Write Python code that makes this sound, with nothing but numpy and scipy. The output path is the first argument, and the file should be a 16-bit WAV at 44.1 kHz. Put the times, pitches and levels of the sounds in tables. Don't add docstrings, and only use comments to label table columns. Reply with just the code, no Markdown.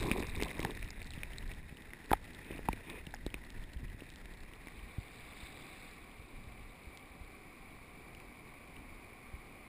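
import sys
import numpy as np
from scipy import signal
from scipy.fft import rfft, irfft
from scipy.io import wavfile

SR = 44100
rng = np.random.default_rng(int(sys.argv[2]) if len(sys.argv) > 2 else 0)


def unload_audio(sound):
    columns = np.transpose(np.atleast_2d(sound))
    steps = np.round(np.clip(columns, -1, 1) * 32767)
    wavfile.write(sys.argv[1], SR, steps.astype(np.int16))


N = 426887
TIME = np.arange(N) / SR
DRAIN_AT_S, DRAIN_TAKES_S = 4.27, 0.63
SLOSH_RISE_S, SLOSH_FALL_S = 0.04, 0.03
RING_CYCLES = 2.65


def amp(db):
    return 10 ** (np.asarray(db) / 20)


def unit(x):
    return x / np.sqrt(np.mean(x ** 2) + 1e-20)


def curve(rows):
    return np.interp(TIME, *np.transpose(rows))


def ramp(start_s, length_s):
    return np.clip((TIME - start_s) / length_s, 0, 1)


def swell(start_s, length_s, rise_s, fall_s):
    return np.exp(np.minimum(TIME - start_s, 0) / rise_s - np.maximum(TIME - start_s - length_s, 0) / fall_s)


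def dying(start_db, db_per_s):
    return amp(start_db - db_per_s * TIME)


def drift(rate_hz):
    hz = np.fft.rfftfreq(N, 1 / SR)
    return unit(irfft(rfft(rng.standard_normal(N)) / (1 + (hz / rate_hz) ** 2), N))


def colour(x, points):
    size = 4096
    hz, db = np.transpose(points)
    log_hz = np.log(abs(np.fft.fftfreq(size, 1 / SR)) + 1)
    log_gain = np.log(amp(np.interp(log_hz, np.log(hz), db)))
    minimum_phase = np.exp(np.conj(signal.hilbert(log_gain)))
    taps = np.fft.ifft(minimum_phase).real[:size // 2]
    return signal.oaconvolve(x, taps / np.linalg.norm(taps))[:len(x)]


def add(mix, start_s, sound):
    part = mix[max(round(start_s * SR), 0):][:len(sound)]
    part += sound[:len(part)]


def ring(hz, decay_s, onset_cycles, glide):
    t = TIME[:SR // 25]
    envelope = (1 - np.exp(-(t * hz / onset_cycles) ** 2)) * np.exp(-t / decay_s)
    pitch_hz = hz * (1 + glide * np.tanh(t / decay_s / 2))
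    return envelope / envelope.max() * np.sin(2 * np.pi * np.cumsum(pitch_hz) / SR)


def swarm(per_s, low_hz, high_hz, cycles, spread_db, sizes=24):
    out = np.zeros(N)
    for hz in np.geomspace(low_hz, high_hz, sizes):
        births_s = np.flatnonzero(rng.random(N) < per_s / sizes / SR) / SR
        bubble = ring(hz, cycles / hz, onset_cycles=0.25, glide=0.14)
        bubble /= np.linalg.norm(bubble)
        for start_s, (strength, polarity) in zip(births_s, rng.random((4096, 2))):
            add(out, start_s, np.sign(polarity - 0.5) * amp(spread_db * strength ** 2) * bubble)
    return unit(out)


def port_cover(flood_at_s=-0.075, flood_takes_s=0.83, least=0.017):
    under = ramp(flood_at_s, flood_takes_s) - ramp(DRAIN_AT_S, DRAIN_TAKES_S)
    return least + (1 - least) * under


# time_s, relative_db
HEAVE_CONTOUR = [(0.0, -36), (0.13, -49), (1.48, -55.5), (3.61, -53.5), (4.31, -58.5), (7.68, -61),
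                 (7.9, -62.5), (9.38, -61), (9.68, -71)]
# freq_hz, gain_db
HEAVE_TONE = [(10, -7), (27, 6.5), (50, 0), (85, -5), (130, -12), (250, -15), (500, -41), (1500, -79)]


def heave(gain_db=2.5, lumps_db=3.5):
    rumble = unit(colour(rng.standard_normal(N), HEAVE_TONE))
    return rumble * amp(curve(HEAVE_CONTOUR) + lumps_db * drift(rate_hz=3) + gain_db)


# time_s, relative_db
SURF_CONTOUR = [(0.0, -52.5), (0.21, -57.5), (0.65, -53.5), (0.91, -59.5), (1.29, -56), (1.67, -59),
                (2.56, -57), (3.12, -59), (4.26, -59.5), (5.63, -56), (6.17, -58.5), (9.68, -56.5)]
# freq_hz, gain_db
SURF_FLOODED = [(100, 5), (300, 3.5), (550, -5), (950, -5.5), (1150, -11), (1550, -6.5), (1950, 2.5),
                (2150, -4.5), (2450, -5), (3000, -15.5), (3700, -13.5), (4400, -20), (5300, -20.5),
                (6000, -29.5)]
SURF_OPEN = [(100, 1), (270, 1.5), (480, -3.5), (640, -7), (760, -2), (880, -9), (990, -6), (1130, -2),
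             (1300, -11), (1720, -14), (2000, -7), (2320, 1), (2750, -16), (3700, -22), (4800, -23),
             (6000, -36)]


def surf(gain_db=2.0, flutter_db=2.54):
    roar = rng.standard_normal(N) * amp(flutter_db * drift(rate_hz=46))
    covered = port_cover()
    flooded = np.sqrt(covered) * colour(roar, SURF_FLOODED)
    in_air = np.sqrt(1 - covered) * colour(rng.standard_normal(N), SURF_OPEN)
    return (flooded + in_air) * amp(curve(SURF_CONTOUR) + gain_db)


# start_s, length_s, level_db
SLOSHES = [(0.041, .17, -39.5), (0.38, 0.09, -45), (0.593, 0.12, -46.5), (2.514, 0.039, -50),
           (2.892, 0.083, -51)]
# freq_hz, gain_db
CHURN_TONE = [(40, 0), (120, -5), (250, -1.5), (410, 1), (600, -9.5), (800, -8.5), (1020, -1.5),
              (1350, -10), (2500, -52), (6000, -53)]


def churn():
    gurgle = swarm(per_s=650, low_hz=110.4, high_hz=1106, cycles=1.46, spread_db=12.0)
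    sloshes = sum(amp(db) * swell(start_s, length_s, SLOSH_RISE_S, SLOSH_FALL_S)
                  for start_s, length_s, db in SLOSHES)
    settling = dying(start_db=-62.5, db_per_s=1.25)
    return unit(colour(gurgle, CHURN_TONE)) * np.hypot(sloshes, settling)


# freq_hz, gain_db
SNAP_TONE = [(100, -17), (700, 9), (1300, -6.5), (1900, 5), (2500, 7.5), (3150, -16), (3700, 7),
             (4400, -7.5), (5300, -4), (6000, -7)]


def crackle():
    bursts = swarm(per_s=340, low_hz=1290, high_hz=5020, cycles=1.0, spread_db=14.0)
    wave = dying(start_db=-48.5, db_per_s=11.8)
    spatter = amp(-65) * swell(start_s=4.0, length_s=0.13, rise_s=SLOSH_RISE_S, fall_s=SLOSH_FALL_S)
    settling = dying(start_db=-72, db_per_s=0.68)
    return unit(colour(bursts, SNAP_TONE)) * np.hypot(wave + spatter, settling)


# start_s, length_s, level_db
FOAM_SHEETS = [(2.497, 0.075, -56), (2.904, 0.086, -54.5), (5.36, 0.56, -59.5), (5.428, 0.042, -63)]
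# freq_hz, gain_db
FOAM_FLOODED = [(200, -24), (1400, -14), (1900, -4.5), (2500, 5), (2900, -9), (3300, -12), (3650, -5),
                (4300, -26), (6000, -21)]
FOAM_OPEN = [(200, -8), (1000, -10.5), (1650, -2), (2000, 3), (2500, 5.5), (3100, -8.5), (3600, 3.5),
             (4050, 0.5), (4400, -7.5), (4700, -2), (5300, -11.5), (6000, -41)]


def foam(rise_share=0.9, fall_share=0.18, rocks_db=-64, rocks_db_per_s=2):
    fizz = swarm(per_s=6000, low_hz=1212, high_hz=5480, cycles=3.1, spread_db=19.5)
    covered = port_cover()
    flooded = covered * unit(colour(fizz, FOAM_FLOODED))
    in_air = (1 - covered) * unit(colour(fizz, FOAM_OPEN))
    wave = dying(start_db=-51.5, db_per_s=16)
    sheets = sum(amp(db) * swell(start_s, length_s, rise_share * length_s, fall_share * length_s)
                 for start_s, length_s, db in FOAM_SHEETS)
    rocks = ramp(DRAIN_AT_S, DRAIN_TAKES_S) * amp(rocks_db - rocks_db_per_s * (TIME - DRAIN_AT_S))
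    return (flooded + in_air) * np.hypot(wave + sheets, rocks)


def plinks():
    bubbles = swarm(per_s=30, low_hz=1780, high_hz=3970, cycles=RING_CYCLES, spread_db=9.5)
    return bubbles * dying(start_db=-61, db_per_s=2.36)


# start_s, relative_db, pitch_hz
CLOSE_BUBBLES = [(0.0284, -35, 1880), (.1145, -15.5, 2400), (.1203, -30, 2500), (0.225, -32.5, 2540),
                 (0.4033, -32, 2080), (0.414, -29, 2500), (0.424, -23.5, 2150), (.513, -32.5, 2010),
                 (0.5928, -29.5, 2050), (.6294, -29.5, 2450), (0.6492, -26, 835), (0.6486, -25.5, 1790),
                 (0.708, -35.5, 3600), (.774, -34.5, 1910), (0.8273, -32.5, 2360), (0.905, -36.5, 4960),
                 (1.0176, -35, 2360), (1.106, -37, 3960), (1.2333, -27, 2400), (1.3835, -33.5, 3980),
                 (1.5158, -34, 2340), (1.9342, -34, 1970), (2.108, -28.5, 1650), (2.115, -18, 870),
                 (2.1148, -27, 1480), (2.1301, -25, 3400), (2.1324, -10.5, 810), (2.132, -22.5, 1680),
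                 (2.1334, -21, 1250), (2.1304, -24, 2380), (2.6869, -29.5, 2450), (2.6861, -18.5, 870),
                 (2.7303, -29, 2280), (2.8998, -36, 3580), (3.068, -36, 2760), (3.1394, -34.5, 805),
                 (3.1397, -32, 1680), (3.1464, -39.5, 5200), (3.2644, -34, 3800), (3.3421, -27.5, 2460),
                 (3.4381, -42, 1920), (4.006, -40, 2670), (4.2566, -41.5, 2290), (4.2568, -44.5, 3680),
                 (4.5359, -44.5, 2850), (4.671, -37.5, 2230), (4.6838, -39, 1990), (8.149, -42.5, 2710),
                 (8.201, -43, 2270), (8.766, -44, 2800)]


def pops(ring_db=-1, snap_db=-10, snap_limit_db=-30, snap_decay_s=0.0017, full_snap_hz=2100):
    rings, snaps, t = np.zeros(N), np.zeros(N), TIME[:SR // 100]
    for start_s, db, hz in CLOSE_BUBBLES:
        cycles = RING_CYCLES * (hz / 2000) ** 0.39
        add(rings, start_s, amp(db) * ring(hz, cycles / hz, onset_cycles=0.71, glide=0.014))
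        strength = amp(min(db, snap_limit_db)) * min(hz / full_snap_hz, 1) ** 4
        add(snaps, start_s, strength * rng.standard_normal(len(t)) * np.exp(-t / snap_decay_s))
    return amp(ring_db) * rings + amp(snap_db) * colour(snaps, SNAP_TONE)


# start_s, level_db, pitch_hz
HOUSING_KNOCKS = [(.0292, -29, 453), (0.1145, -19.5, 229), (.203, -26.5, 260), (0.373, -29.5, 60.6),
                  (.424, -22, 333), (0.595, -25, 360), (.652, -26, 187), (1.177, -34, 144),
                  (1.725, -38.5, 155), (2.1153, -16, 317), (2.134, -23, 437), (2.508, -31.5, 320),
                  (2.592, -30.5, 396), (2.689, -21.5, 229), (2.733, -30.5, 282), (3.071, -35, 170),
                  (3.2648, -24.5, 318), (3.343, -32, 320), (3.762, -33, 70), (3.83, -35.5, 110),
                  (3.946, -39, 111), (4.021, -36, 328), (4.671, -38.5, 278), (4.983, -27.5, 102),
                  (5.43, -38.5, 60), (6.196, -40, 70), (6.471, -40.5, 65), (6.87, -39, 60),
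                  (7.21, -39, 64.7), (9.338, -35.5, 60)]


def knocks(cycles=0.57, recoil_db=-15):
    out = np.zeros(N)
    recoil = amp(recoil_db) * ring(hz=42, decay_s=0.021, onset_cycles=0.15, glide=0)
    fade_out = signal.windows.tukey(2 * len(recoil), 0.3)[len(recoil):]
    for start_s, db, hz in HOUSING_KNOCKS:
        push = ring(hz, cycles / hz, onset_cycles=0.089, glide=-0.057)
        add(out, start_s, amp(db) * (push - recoil) * fade_out)
    return out


# start_s, level_db
FILM_TICKS = [(0.0295, -30), (0.4234, -26), (0.434, -20), (.604, -29), (0.6492, -25), (2.1154, -31),
              (3.5039, -36.5), (4.1023, -38), (4.1595, -37), (6.974, -36)]


def ticks(hz=3300, cycles=0.56):
    out = np.zeros(N)
    tick = ring(hz, cycles / hz, onset_cycles=0.33, glide=0)
    for start_s, db in FILM_TICKS:
        add(out, start_s, amp(db) * tick)
    return out


def scene():
    water = heave() + surf() + churn() + crackle() + foam() + plinks() + pops() + knocks() + ticks()
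    return np.array([water, water])


# freq_hz, gain_db
HISS_TONE = [(50, 4.5), (250, 10.5), (800, -5), (2200, -20), (4000, 0), (6000, -11), (8000, -8),
             (10000, -46)]


def record(dry, overload_db=-12, hold_hz=12000, hiss_db=-79, top_hz=15400):
    rounded = amp(overload_db) * np.tanh(dry / amp(overload_db))
    anti_alias = signal.firwin(161, hold_hz / 2 - 60, fs=SR)
    low_band = signal.oaconvolve(rounded, anti_alias[None], "same")
    mirrored = low_band * (1 + 2 * np.cos(2 * np.pi * hold_hz * TIME))
    hz = np.fft.rfftfreq(N, 1 / SR)
    droop = np.where(hz < hold_hz / 2, 1, abs(hz - hold_hz) / (hz + 1))
    held = irfft(rfft(mirrored) * droop, N)
    hiss = np.array([colour(noise, HISS_TONE) for noise in rng.standard_normal(dry.shape)])
    band_limit = signal.firwin(255, top_hz, window=("kaiser", 9), fs=SR)
    return signal.oaconvolve(held + amp(hiss_db) * hiss, band_limit[None], "same")


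dry = scene()
out = record(dry)
unload_audio(out)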